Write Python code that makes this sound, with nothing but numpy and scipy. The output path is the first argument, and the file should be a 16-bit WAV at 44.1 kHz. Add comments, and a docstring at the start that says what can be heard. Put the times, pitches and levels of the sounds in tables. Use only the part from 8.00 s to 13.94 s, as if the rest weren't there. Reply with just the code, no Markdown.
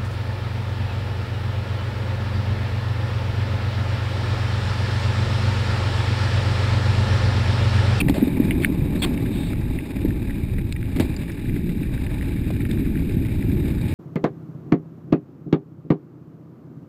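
"""Wind buffets the microphone and bumps shake the mount of a small camera on a rider's chest,
as a mountain bike rolls over bumpy snow in a forest. The frame rattles, the tyres crunch, and cloth
scrapes past the camera. Impacts excite resonances: the mount thumps, loose parts clatter,
the chain clacks on the frame and bits of ice tick against metal.
The camera samples coarsely and holds each sample, adding a gritty sheen."""
import sys
import numpy as np
from scipy import signal
from scipy.fft import rfft, irfft
from scipy.io import wavfile
from scipy.ndimage import uniform_filter1d

SR = 44100
rng = np.random.default_rng(int(sys.argv[2]) if len(sys.argv) > 2 else 0)


def file_out(sig):
    """Save sig as 16-bit WAV at sys.argv[1]."""
    # one column per channel
    cols = np.atleast_2d(sig).T
    # limit, then scale
    lim = np.clip(cols, -1, 1)
    pcm = np.round(lim * 32767).astype(np.int16)
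    wavfile.write(sys.argv[1], SR, pcm)


N = 261954
TIME = np.arange(N) / SR

# The rider lunges over humps and meets gusts.
# Each row: middle and length in seconds, change of wind and of shaking in dB.
HUMPS = [(0.077, 0.16, 8, 1.5), (0.54, 0.17, 5, 1.5), (0.827, .3, 3, -2), (1.66, 0.49, 3, -1.5),
         (2.086, 0.15, 4.5, 4), (2.57, 0.21, 4.5, 2), (3.01, 0.18, 2.5, 7.5), (3.504, 0.13, 7, 5),
         (3.68, 0.49, -3.5, 5.5), (5.187, 0.2, 2, 3), (5.495, 0.43, 2, 1)]
# The bike coasts lightly and the wind drops. Each row: middle and length in seconds, depth in dB.
LULLS = [(0.254, 0.23, 4.5), (1.45, 0.15, 0), (1.872, .26, 11), (3.33, 0.54, 6.5)]
# Roughness of the trail. Each row: time in seconds, base levels of rattle and of crunch in dB.
TRAIL = [(0.0, -44.5, -46), (0.41, -43, -43.5), (0.74, -45, -46.5), (1.31, -45, -45.5), (1.54, -48.5, -47),
         (2.15, -48.5, -48), (2.35, -51.5, -48.5), (2.76, -55, -51.5), (3.08, -48.5, -46), (3.67, -56, -49),
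         (4.1, -47, -46), (4.52, -54, -47), (5.28, -52, -47.5), (5.94, -47.5, -45)]
# Modes of the struck frame. Each row: base frequency in Hz, level in dB, 60 dB decay time in seconds.
FRAME_MODES = [(1860, 3.5, 0.007), (2220, -2.5, 0.0094), (3460, -16.5, 0.0059)]


def gain_of(db):
    """Converts decibels to amplitude."""
    return 10 ** (np.asarray(db) / 20)


def unit_rms(x):
    """Normalises a signal to rms 1."""
    return x / np.sqrt(np.mean(x ** 2) + 1e-20)


def add(mix, start, sound):
    """Superposes a sound on the mix at a start in seconds."""
    part = mix[max(round(start * SR), 0):][:len(sound)]
    part += sound[:len(part)]


def decay(t, t60):
    """Exponential damping, by 60 dB in t60 seconds."""
    return np.exp(-np.log(1000) * t / t60)


def coloured(x, spectrum):
    """Spectral shaping, at rms 1. Each spectrum row: frequency in Hz, relative density in dB."""
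    octave = np.log2(np.fft.rfftfreq(len(x), 1 / SR) + 1)
    hz, db = np.transpose(spectrum)
    return unit_rms(irfft(rfft(x) * gain_of(np.interp(octave, np.log2(hz), db)), len(x)))


def wander(rate_hz):
    """Band-limited random fluctuation of rms 1, no faster than the rate."""
    hz = np.fft.rfftfreq(N, 1 / SR)
    return unit_rms(irfft(rfft(rng.standard_normal(N)) * (hz > rate_hz / 10) * (hz < rate_hz), N))


def steadied(x, span_s):
    """Division by the running rms evens out swells slower than the span."""
    return x / np.sqrt(abs(uniform_filter1d(x ** 2, int(span_s * SR))) + 1e-9)


def grains(per_s, spread_db):
    """A Poisson train of tiny impacts; the spread makes a few larger than the rest."""
    size = gain_of(spread_db * np.minimum(rng.exponential(1, N), 4))
    return unit_rms(size * rng.choice([-1, 1], N) * (rng.random(N) < per_s / SR))


def swells(rows):
    """A sum of raised-cosine pulses. 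Each row: middle and length in seconds, height."""
    return sum(height * np.cos(np.pi * np.clip((TIME - middle) / length, -.5, .5)) ** 2
               for middle, length, height in rows)


def wind(bumps, growth_db_per_s=0.6):
    """Turbulent pressure at the microphone rumbles, growing as the bike gathers speed."""
    # Each row: frequency in Hz, spectral density in dB.
    spectrum = [(5, -47), (14, -15), (23, -2), (35, -4), (75, 0), (120, -3), (190, -12.5), (300, -32),
                (600, -71)]
    gusts_db = swells((middle, length, db) for middle, length, db, _ in HUMPS)
    level_db = -27.1 + growth_db_per_s * TIME + gusts_db - swells(LULLS) + 0.55 * bumps
    return steadied(coloured(rng.standard_normal(N), spectrum), 0.092) * gain_of(level_db)


def mount_shake(bumps, ruts, lull_share=0.34):
    """Forced vibration: the rider's body drives the low resonances of the camera mount."""
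    # Each row: frequency in Hz, response in dB.
    response = [(60, -22), (120, -5), (170, 1.5), (220, -1.5), (275, 0), (335, -4), (400, -12),
                (500, -26.5), (700, -35), (1300, -64)]
    # Each row: time in seconds, base level of shaking in dB.
    shaking = [(0, -23), (0.7, -22), (1.38, -25), (1.62, -27.5), (2.3, -28.5), (2.85, -32), (3.05, -28.5),
               (3.9, -30.5), (4.45, -27.5), (4.85, -22.5), (5.35, -28.5), (5.6, -23), (5.94, -28.5)]
    lunges_db = swells((middle, length, db) for middle, length, _, db in HUMPS)
    body_db = np.interp(TIME, *np.transpose(shaking)) + lunges_db - lull_share * swells(LULLS)
    vibration = steadied(coloured(grains(900, 2.5), response), 0.085)
    return vibration * gain_of(body_db - 0.03 + 0.81 * bumps + .5 * ruts)


def frame_rattle(bumps, ruts):
    """Dense small impacts, filtered by the frame's resonances, merge into a rattle."""
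    # Each row: frequency in Hz, response in dB.
    response = [(300, -7), (530, 0), (650, -3), (740, -12), (830, 0), (950, -8.5), (1200, -13.5),
                (1600, -28), (3000, -36)]
    times, rattle_db, _ = np.transpose(TRAIL)
    level_db = np.interp(TIME, times, rattle_db) + 2.75 + 1.4 * bumps + 0.73 * ruts
    return steadied(coloured(grains(1200, 1.3), response), 0.15) * gain_of(level_db)


def crust_crackle(per_s=450, pitch_range_hz=(1616, 2670), pitches=12, quality=6.2):
    """Brittle fracture: each bit of crust breaks with a short, damped ring at its own pitch."""
    out, t = np.zeros(N), np.arange(SR // 60) / SR
    for hz in np.geomspace(*pitch_range_hz, pitches):
        age = np.pi * hz * t / quality
        ring = age * np.exp(-age) * np.sin(2 * np.pi * hz * t)
        out += signal.oaconvolve(grains(per_s / pitches, 0), ring)[:N]
    return unit_rms(out)


def tyre_crunch(bumps, ruts):
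    """Amplitude-modulated noise: packed snow hisses under the tyres and the crust gives way in clumps."""
    # Each row: frequency in Hz, spectral density in dB.
    spectrum = [(600, -20), (1300, -9.5), (1550, -5), (1750, -4), (2000, -7), (2350, 4.5), (2650, -3),
                (3100, -12), (3400, -9), (3750, -1.5), (4300, -14.5), (5000, -11.5), (5500, -22.5),
                (6000, -48)]
    times, _, crunch_db = np.transpose(TRAIL)
    trail_db = np.interp(TIME, times, crunch_db)
    hiss = coloured(rng.standard_normal(N), spectrum)
    hiss *= gain_of(trail_db - 0.35 + 1.87 * bumps + 1.2 * ruts + 1.25 * wander(200))
    clumps_db = 3.2 * wander(90)
    crust_db = trail_db - 5.5 + 1.04 * bumps + 0.62 * ruts + clumps_db
    return hiss + steadied(crust_crackle(), 0.1) * gain_of(crust_db)


def cloth_scrapes(squeak_half_width_hz=170):
    """Stick-slip friction: threads catch and let go, giving a dry rub with a rough squeak in it."""
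    # Each row: frequency in Hz, spectral density of the rub in dB.
    spectrum = [(200, -18), (600, -6), (900, -7.5), (1400, -13), (1880, -11.5), (2100, -9), (2560, -2.5),
                (2850, -10), (3600, -5.5), (3950, -19), (4380, -6), (4900, -21), (6000, -27)]
    # Each row: start and length in seconds, level in dB, squeak in Hz, squeak over the rub in dB.
    strokes = [(0.0, 0.018, -22, 2540, 2), (0.614, 0.052, -37.5, 2300, -2), (0.988, 0.029, -47, 4270, 4),
               (1.016, 0.04, -25, 3420, -0.5), (1.299, 0.23, -45, 3700, 1)]
    out, bins_hz = np.zeros(N), np.fft.rfftfreq(SR // 2, 1 / SR)
    for start, length, db, hz, squeak_db in strokes:
        threads, slips = rng.standard_normal((2, SR // 2))
        resonance = 1 / (1 + ((bins_hz - hz) / squeak_half_width_hz) ** 2)
        squeak = gain_of(squeak_db) * unit_rms(irfft(rfft(slips) * resonance, len(slips)))
        rub = steadied(coloured(threads, spectrum) + squeak, 0.0064)[:int(length * SR)]
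        add(out, start, gain_of(db) * unit_rms(rub * signal.windows.tukey(len(rub), .4)))
    return out


def mount_thumps(rise_s=0.0018, decay_cycles=12.4):
    """A damped oscillator: each bump sets the camera mount swinging for a few cycles."""
    # Each row: start in seconds, peak in dB, ring frequency in Hz.
    knocks = [(0.063, -9.5, 148), (0.096, -8, 270), (0.18, -11, 283), (0.225, -4, 248), (0.271, -8.5, 285),
              (0.399, -4.5, 275), (0.818, -9, 144), (2.048, -9, 303), (2.962, -12, 238), (3, -8, 265),
              (5.17, -13, 107), (5.53, -12, 198)]
    out, t = np.zeros(N), np.arange(SR // 6) / SR
    onset = 1 - np.exp(-(t / rise_s) ** 2)
    for start, db, hz in knocks:
        swing = np.sin(2 * np.pi * hz * t) * onset * decay(t, decay_cycles / hz)
        add(out, start, gain_of(db) * swing / abs(swing).max())
    return out


def loose_clatter():
    """Incoherent addition: loose parts strike together on a hard bump, making a dying burst of noise."""
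    # Each row: frequency in Hz, spectral density in dB.
    spectrum = [(250, -7.5), (520, 6.5), (720, -1.5), (860, -1), (1100, -13), (1400, -12.5), (2150, -6.5),
                (3100, -15), (3800, -10.5), (5000, -18.5), (6000, -38)]
    # Each row: start in seconds, initial level in dB, 60 dB decay time in seconds.
    jolts = [(0.083, -25.5, 0.07), (0.097, -19, 0.023), (0.141, -29.5, 0.23), (0.158, -28, 0.22),
             (0.278, -30.5, 0.058), (1.05, -33, 0.18), (2.05, -35.5, 0.065), (2.962, -30, 0.1),
             (2.9988, -21.5, 0.12), (4.504, -30, 0.047)]
    out, t = np.zeros(N), np.arange(SR // 4) / SR
    for start, db, t60 in jolts:
        parts = steadied(coloured(rng.standard_normal(len(t)), spectrum), 0.034)
        add(out, start, gain_of(db) * parts * decay(t, t60))
    return out


def impacts(rows, modes, chatter, contact_hz, rise_s=0.00023, low_cut_hz=1350):
    """Modal ringing, excited by one contact and a dying chatter of smaller ones."""
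    out, t = np.zeros(N), np.arange(SR // 12) / SR
    # Small parts lack bass; soft contacts lack treble.
    band = signal.butter(4, [low_cut_hz, contact_hz], "bandpass", fs=SR, output="sos")
    onset = 1 - np.exp(-t / rise_s)
    for start, db, pitch, chatter_s in rows:
        force = chatter * rng.standard_normal(len(t)) * np.exp(-t / chatter_s)
        force[0] += 1
        ring = sum(gain_of(level) * decay(t, t60) * np.sin(2 * np.pi * hz * pitch * t)
                   for hz, level, t60 in modes)
        hit = signal.fftconvolve(signal.sosfilt(band, force), ring * onset)[:len(t)]
        add(out, start, gain_of(db) * hit / abs(hit).max())
    return out


def chain_clacks():
    """Impact excitation: chain and cables slap the frame hard and ring its modes."""
    # Each row: start in seconds, peak in dB, factor on the mode frequencies, chatter decay in seconds.
    slaps = [(0.085, -17, 1.09, 0.0091), (0.5088, -12.5, 1.22, 0.007), (0.635, -21, 0.98, 0.0034),
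             (0.647, -3.5, 0.96, 0.0014), (1.1762, -25, 1.2, 0.0015), (1.5329, -27.5, 0.73, 0.0022),
             (1.7878, -24.5, 1.13, 0.0033), (2.584, -25, 1.04, 0.0025), (2.8285, -27, 0.91, 0.0013),
             (3.5638, -27, 0.89, 0.0022), (4.2108, -27.5, 1.09, 0.0023), (4.6522, -23, 1, 0.0028)]
    return impacts(slaps, FRAME_MODES, chatter=0.087, contact_hz=3850)


def ice_ticks(chatter_s=0.0015):
    """Hard contacts excite high modes: bits of ice tick against metal."""
    # Each row: start in seconds, peak in dB, factor on the mode frequencies.
    strikes = [(1.141, -40, 1.4), (1.611, -43, 1.25), (2.7243, -20.5, 1.05), (3.1645, -28.5, 1.25),
               (3.318, -41, 1.45), (4.506, -40.5, 1.24), (4.713, -23.5, 0.99), (5.8135, -36, 1.18)]
    # Each row: base frequency in Hz, level in dB, 60 dB decay time in seconds.
    metal_modes = [(2250, -5, .007), (3780, 0, .008), (4400, -8, .005), (4730, -37, .13)]
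    return impacts([(*row, chatter_s) for row in strikes], metal_modes, chatter=0.26, contact_hz=5540)


def chain_taps(start_s=2.1, end_s=5.3, per_s=6.8, peak_db=-30, spread_db=4, chatter_s=0.0033):
    """Random excitation: the slack chain taps lightly on the frame and rings the same modes."""
    span = end_s - start_s
    draws = rng.uniform(-1, 1, (int(per_s * span), 3))
    taps = [(start_s + span * (when + 1) / 2, peak_db + spread_db * force, 1.02 + 0.11 * tune, chatter_s)
            for when, force, tune in draws]
    return impacts(taps, FRAME_MODES, chatter=0.12, contact_hz=3800)


def scene():
    """Superposition: all the sources add at the one microphone."""
    strikes = chain_clacks() + ice_ticks()
    bumps = wander(45)  # small lumps under the tyres jolt frame and snow crust together
    ruts = wander(12)  # longer patches of harder and softer snow
    riding = wind(bumps) + mount_shake(bumps, ruts) + frame_rattle(bumps, ruts) + tyre_crunch(bumps, ruts)
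    return (riding + strikes + mount_thumps() + loose_clatter() + cloth_scrapes() + chain_taps())[None]


def record(dry, sample_hz=12000, edge_hz=15500):
    """Zero-order hold: holding each coarse sample mirrors the sound into the treble, up to a band limit."""
    coarse = signal.resample_poly(dry, sample_hz, SR, axis=1)
    steps = np.repeat(coarse, 8, axis=1)
    held = signal.resample_poly(steps, SR, 8 * sample_hz, axis=1)[:, :N]
    low_pass = signal.firwin(255, edge_hz, window=("kaiser", 9), fs=SR)
    return signal.oaconvolve(held, low_pass[None], "same")


dry = scene()
out = record(dry)
file_out(out)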